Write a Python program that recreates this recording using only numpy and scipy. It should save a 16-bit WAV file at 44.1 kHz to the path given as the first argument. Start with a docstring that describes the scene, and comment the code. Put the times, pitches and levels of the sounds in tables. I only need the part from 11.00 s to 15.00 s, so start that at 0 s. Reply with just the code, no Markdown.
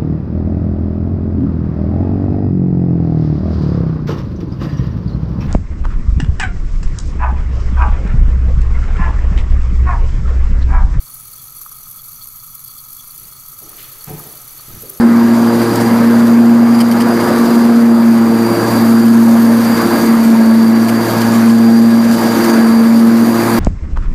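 """A bathroom, the microphone close to a leaking toilet valve. Water hisses through it: the jet
sputters and spits, valve and pipe ring in narrow bands, and small bubbles gurgle in the tank.
About halfway through, someone walks in: clothes rustle, soles scuff, and footsteps boom in the
floor and the room. The near water is dry; the walker carries the echo of the hard walls."""
import sys
import numpy as np
from scipy import signal
from scipy.fft import rfft, irfft
from scipy.io import wavfile

SR = 44100
rng = np.random.default_rng(int(sys.argv[2]) if len(sys.argv) > 2 else 0)


def master_out(mix):
    """Clip the mix to full scale and print it as 16-bit PCM to the path in sys.argv[1]."""
    frames = np.transpose(np.atleast_2d(mix))
    ceiling = np.clip(frames, -1, 1)
    pcm = np.round(ceiling * 32767).astype(np.int16)
    wavfile.write(sys.argv[1], SR, pcm)


N = 176400
T, HZ = np.arange(N) / SR, np.fft.rfftfreq(N, 1 / SR)

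# resonances of valve and pipe: f/Hz, width/Hz, level/dB, swing with the jet/dB, own swing/dB
VALVE_MODES = [(3380, 124, -62.5, -1.2, 3.5), (4435, 210, -52.5, 1.0, 3), (5980, 320, -53.5, -0.5, 4),
               (6524, 300, -55.5, 0.5, 3.5), (9704, 230, -47.5, 2.6, 3), (10200, 650, -50, -1, 2.5),
               (11410, 430, -43.5, 3.2, 2.16), (12120, 360, -47, 2.5, 1.5), (12530, 430, -46.5, 3, 1.8),
               (13550, 450, -52, 9, -1), (14650, 560, -49.5, -1, 2), (15680, 300, -55, 7, -1)]
# stereo width of the water: f/Hz, side over mid/dB
WATER_WIDTH = [(130, -26), (1300, -25), (3400, -58), (4450, -7), (6000, -34), (8000, -57), (10500, -41),
               (11500, -18.5), (12600, -21), (13600, 0.5), (14500, -8), (15700, -16)]
# footfalls: t/s, level/dB, rise/s, hold/s, decay/s, dull above/Hz, ring of the floor/dB
FOOTFALLS = [(2.18, -46.5, .03, 0.065, 0.055, 55, -14), (2.609, -46.5, 0.016, .02, 0.16, 900, -12),
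             (3.071, -30, 0.016, 0.021, 0.049, 850, 0), (3.245, -40.5, 0.0089, .01, 0.037, 600, -8.5),
             (3.674, -38.5, 0.018, .07, 0.11, 148, -7)]


def amp(db):
    """Decibels to gain."""
    return 10 ** (np.asarray(db) / 20)


def unit(x):
    """Scales to rms 1."""
    return x / np.sqrt(np.mean(x ** 2) + 1e-20)


def curve(points, hz=HZ):
    """Interpolates a table on a log-frequency axis."""
    f, value = np.transpose(points)
    return np.interp(np.log(hz + 1), np.log(f + 1), value)


def noise(gain):
    """Noise of rms 1 with the given spectrum."""
    return unit(irfft(rfft(rng.standard_normal(N)) * gain, N))


def stereo_noise(gain, side_db):
    """Left and right noise of rms 1, from a mid and a side signal."""
    mid, side = rfft(rng.standard_normal((2, N))) * gain
    side = side * amp(side_db)
    return unit(irfft(np.array([mid + side, mid - side]), N))


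def band(hz, width_hz):
    """Spectrum of a resonance with broad, slowly falling skirts."""
    return 1 / (1 + ((HZ - hz) / (0.61 * width_hz)) ** 2)


def flutter(top_hz):
    """Random motion of rms 1 up to about top_hz, with no slow drift."""
    return noise(HZ / (HZ + 2) / (1 + (HZ / top_hz) ** 2))


def stroke(start, rise, decay, hold=0):
    """An envelope that rises, holds, then dies away."""
    t = np.maximum(T - start, 0)
    return np.sqrt(np.minimum(t / rise, 1)) * np.exp(-np.clip((t - rise - hold) / decay, 0, 50))


def swell(centre, half_length):
    """A bell-shaped rise and fall around a moment."""
    return np.exp(-np.minimum(((T - centre) / half_length) ** 2, 50))


def muffle(hz, dull_hz):
    """Low-pass gain: a soft sole takes the treble out of a footfall."""
    return 1 / np.hypot(1, (hz / dull_hz) ** 1.56)


def jet():
    """Close up, the sputtering jet drives a broad spray and the resonances of the valve."""
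    # spectrum of the spray: f/Hz, level/dB
    spray = [(700, -32), (2900, -21.5), (3600, -15), (5400, -15), (6200, -9), (7200, -8.5), (9200, -6.5),
             (10800, -21.5), (12500, -5.5), (14200, -4.5), (15800, -5.5)]
    # drift of the top of the hiss: t/s, level near 10 kHz/dB, level near 12 kHz/dB
    treble_drift = [(0, -1, -6), (.14, 5, 0), (.35, 1, -3), (.6, 0, 1.5), (1.1, 0, 2), (1.4, -1, 2),
                    (1.9, .5, 0), (2.2, 1, 1), (2.37, -1, -3.5), (2.55, -1, 0), (3.3, 0, 0.5), (4, 0, 1.5)]
    times, near_10k_db, near_12k_db = np.transpose(treble_drift)
    sputter = noise(band(hz=25.2, width_hz=9.9))
    flow = unit(0.29 * sputter + 0.71 * flutter(top_hz=110))
    flow = unit(np.tanh(flow / 1.7))  # rounds off the extremes
    side_db = curve(WATER_WIDTH)
    out = amp(-40.5) * unit(stereo_noise(amp(curve(spray)), side_db) * amp(2.5 * flow))
    for hz, width, db, with_jet_db, own_db in VALVE_MODES:
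        drift_db = near_10k_db * (9000 < hz < 11000) + near_12k_db * (11000 < hz < 13000)
        ring = stereo_noise(band(hz, width), side_db)
        flicker = amp(with_jet_db * flow + own_db * flutter(top_hz=45.2))
        out += amp(db + np.interp(T, times, drift_db)) * unit(ring * flicker)
    return out


def spits():
    """Air pockets burst in the valve: a fine crackle and some longer spits."""
    # two spectra of a spit: f/Hz, level of the usual one/dB, level of the lower one/dB
    colours = [(2500, -37, -36), (4400, -16, -24), (6200, -13.5, -21), (9100, -10.5, -12), (9700, -9, 6),
               (10700, -7.5, -3), (11430, 4.5, -1), (12550, 2, 0), (13300, -7, -1), (15700, -5, -0.5)]
    # strongest spits: t/s, level/dB, half-length/s, power share of the lower spectrum (0-1)
    bursts = [(0.145, -25.5, 0.0053, 0.9), (0.442, -30, .003, .1), (0.569, -31, .005, .2),
              (.616, -26, .0025, .1), (0.621, -28, .003, .1), (0.914, -31, .007, .5),
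              (1.085, -28, .003, .3), (1.273, -25.5, 0.0015, .1), (1.552, -30.5, 0.0076, 0.1),
              (1.646, -30, 0.0054, .1), (1.682, -29, 0.0045, .1), (1.785, -30.5, .005, .2),
              (1.933, -28, .005, .1), (1.969, -27, 0.0031, .2), (2.180, -26, 0.0021, .1),
              (2.488, -31, 0.0059, .1), (2.59, -27, 0.0036, .3), (2.694, -28.5, 0.0041, .1),
              (2.831, -30.5, .005, .1), (3.044, -25.5, 0.0029, .1), (3.196, -28.5, 0.0054, .3),
              (3.3, -34, 0.0024, .3), (3.823, -28.5, .005, .2), (3.9, -22.5, .0045, 0.9)]
    spectra = [amp(curve(np.array(colours)[:, [0, k]])) for k in (1, 2)]
    usual, lower = (stereo_noise(gain, curve(WATER_WIDTH)) for gain in spectra)
    pops_per_s, pop_decay_s = 290, 0.0013
    pops = rng.random(N) < pops_per_s / SR
    strength = amp(5 * np.minimum(rng.exponential(1, N), 2))  # spread over 10 dB
    crackle = unit(signal.lfilter([1], [1, -np.exp(-1 / (pop_decay_s * SR))], pops * strength))
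    out = amp(-45) * crackle * usual
    grain = unit(amp(0.99 * flutter(top_hz=500)))
    for t, db, half_length, share in bursts:
        hiss = np.sqrt(1 - share) * usual + np.sqrt(share) * lower
        out += amp(db) * grain * swell(t, half_length) * hiss
    return out


def tank():
    """Bubbles ring briefly in the tank over a steady gurgle and the drone of the supply pipe."""
    # spectrum of the gurgle: f/Hz, level/dB
    gurgle = [(500, -26), (900, -16), (1100, -10), (1200, -2.5), (1280, 2), (1360, -5.5), (1480, -18.5),
              (1800, -30)]
    # single bubbles: t/s, peak level/dB
    bubbles = [(0.6141, -36.5), (0.6618, -26), (0.7174, -33.5), (0.8692, -38), (0.9608, -37), (2.7302, -33),
               (3.199, -29.5), (3.597, -32)]
    # spectrum of the pipe's drone: f/Hz, level/dB
    drone = [(50, -19), (92, -12), (108, -1.5), (135, -1), (158, -5.5), (180, -20), (245, -13), (290, -25),
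             (500, -35)]
    bubble_hz = 1223
    out = amp(-51) * unit(noise(amp(curve(gurgle))) * amp(2 * flutter(top_hz=69)))
    for t, db in bubbles:
        out += amp(db) * stroke(t, rise=0.0011, decay=0.0035) * np.sin(2 * np.pi * bubble_hz * (T - t))
    return out + amp(-52) * noise(amp(curve(drone)))


def room_tone():
    """The still air of the room: a faint, wide rumble."""
    # spectrum of the air: f/Hz, level/dB
    air = [(8, 1.5), (22, 4), (40, -7), (80, -11), (200, -19), (500, -26.5), (1000, -26.5), (1700, -32),
           (2300, -17.5), (2800, -40), (6000, -58.5)]
    return amp(-50) * stereo_noise(amp(curve(air)), side_db=-0.5)


def rubbing():
    """Clothes rustle more as the walker nears the microphone; soles and sleeves scuff."""
    # course of the rustle: t/s, level/dB
    rustle = [(0, -56.5), (.6, -60), (1.6, -71.5), (2.1, -60.5), (2.22, -52.5), (2.45, -65), (2.7, -49),
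              (3.0, -50), (3.25, -46.5), (3.45, -51), (3.75, -46), (4, -50.5)]
    # spectrum of rubbing cloth: f/Hz, level/dB
    cloth = [(80, -19), (300, 1), (700, -3.5), (1500, -4.5), (2300, -7), (4000, -6.5), (8000, -7),
             (14000, -42)]
    # scuffs of soles and cloth: t/s, level/dB, rise/s, decay/s, centre f/Hz, half-width/octaves
    scuffs = [(2.61, -46.5, 0.01, 0.09, 387, 0.62), (2.776, -42.5, 0.016, 0.052, 2600, 1),
              (3.073, -44.5, 0.0045, .06, 1900, 0.74), (3.82, -40, 0.02, 0.11, 373, 0.65)]
    out = amp(np.interp(T, *np.transpose(rustle))) * stereo_noise(amp(curve(cloth)), side_db=-5.5)
    for t, db, rise, decay, hz, octaves in scuffs:
        colour = 1 / (1 + (np.log2((HZ + 1) / hz) / octaves) ** 4)
        out += amp(db) * stroke(t, rise, decay) * stereo_noise(colour, side_db=-16)
    return out


def surges():
    """Brief surges of flow make the two lowest resonances of the valve whistle."""
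    # whistles: t/s, half-length/s, level of the lower resonance/dB, level of the upper/dB
    whistles = [(0.255, 0.0081, -60, -46), (0.393, 0.019, -49.5, -49), (0.994, 0.017, -52.5, -47),
                (1.22, 0.01, -47.5, -43), (1.69, 0.043, -58, -46.5), (1.79, 0.017, -52, -45.5),
                (2.001, .011, -44, -58), (2.845, .016, -48, -48), (3.015, .014, -54, -44),
                (3.6, 0.017, -60, -46)]
    out = np.zeros((2, N))
    for k, (hz, width, *_) in enumerate(VALVE_MODES[:2]):
        envelope = sum(amp(dbs[k]) * swell(t, half_length) for t, half_length, *dbs in whistles)
        out += envelope * stereo_noise(band(hz, width), curve(WATER_WIDTH))
    return out


def footsteps():
    """Each footfall thuds while the weight comes down, dulled by the sole."""
    # spectrum of a footfall: f/Hz, level/dB
    tread = [(20, -3.5), (55, -9.5), (90, -3), (150, -3), (230, -5.5), (340, -2.5), (480, -10.5), (750, -8),
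             (1100, -14.5), (1800, -33), (3000, -25), (6000, -6)]
    out = np.zeros((2, N))
    for t, db, rise, hold, decay, dull_hz, _ in FOOTFALLS:
        thud = stereo_noise(amp(curve(tread)) * muffle(HZ, dull_hz), side_db=-20.5)
        out += amp(db) * stroke(t, rise, decay, hold) * thud
    return out


def floor_boom():
    """The modes of floor and room build up under each footfall and ring on."""
    # modes of floor and room: f/Hz, relative level/dB, t60/s
    modes = [(150.4, 2.5, 0.27), (178, -4, .25), (278, -16.5, 0.22), (344, -6.5, 0.27), (416.3, -15, 0.68),
             (549, -20, 0.41), (669, -18, .5), (710, -17, 0.28), (752, -21, 0.63)]
    out = np.zeros(N)
    for t, db, *_, dull_hz, ring_db in FOOTFALLS:
        for hz, mode_db, t60 in modes:
            envelope = stroke(t, rise=0.032, decay=t60 / np.log(1000), hold=0.046)
            tone = np.sin(2 * np.pi * (hz * T + rng.random()))
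            out += amp(db + ring_db + mode_db - 0.5) * muffle(hz, dull_hz) * envelope * tone
    return out


def wall_echoes(x):
    """Dense echoes off hard walls, each band dying at its own speed; the bass leaks away."""
    # reverberation time of the bathroom: f/Hz, t60/s
    reverb_time = [(100, 0.57), (400, 0.7), (1500, 1), (6000, 0.44)]
    low_cut_hz = 222
    echoes = stereo_noise(HZ ** 2 / (HZ ** 2 + low_cut_hz ** 2), side_db=-16)[:, :SR]
    hz, t, bands = signal.stft(echoes, SR, nperseg=256)
    decay = amp(-60 * t / curve(reverb_time, hz)[:, None])
    _, tail = signal.istft(bands * decay, SR, nperseg=256)
    return signal.fftconvolve(x, tail / np.linalg.norm(tail[0]), axes=1)[:, :N]


def scene():
    """Water close to the microphone, the walker out in the room, and room tone behind both."""
    # stereo balance of the water: f/Hz, left minus right/dB
    balance = [(1300, -.5), (2300, 12), (3200, -1.5), (4500, 1), (6000, -0.5), (10500, 0.1), (11500, -1.2),
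               (12700, -1.2), (14000, 1.7), (15700, 3)]
    pan = amp(np.outer([0.5, -0.5], curve(balance)))
    water = irfft(rfft(jet() + surges() + spits() + tank()) * pan, N)
    walker = footsteps() + rubbing()
    return water + walker + room_tone() + floor_boom() + amp(-3.5) * wall_echoes(walker)


def record(dry):
    """The recorder's band limit cuts off the highest treble."""
    edge_hz = 15740
    low_pass = signal.firwin(701, edge_hz, window=("kaiser", 8), fs=SR)
    return signal.oaconvolve(dry, low_pass[None], "same")


dry = scene()
out = record(dry)
master_out(out)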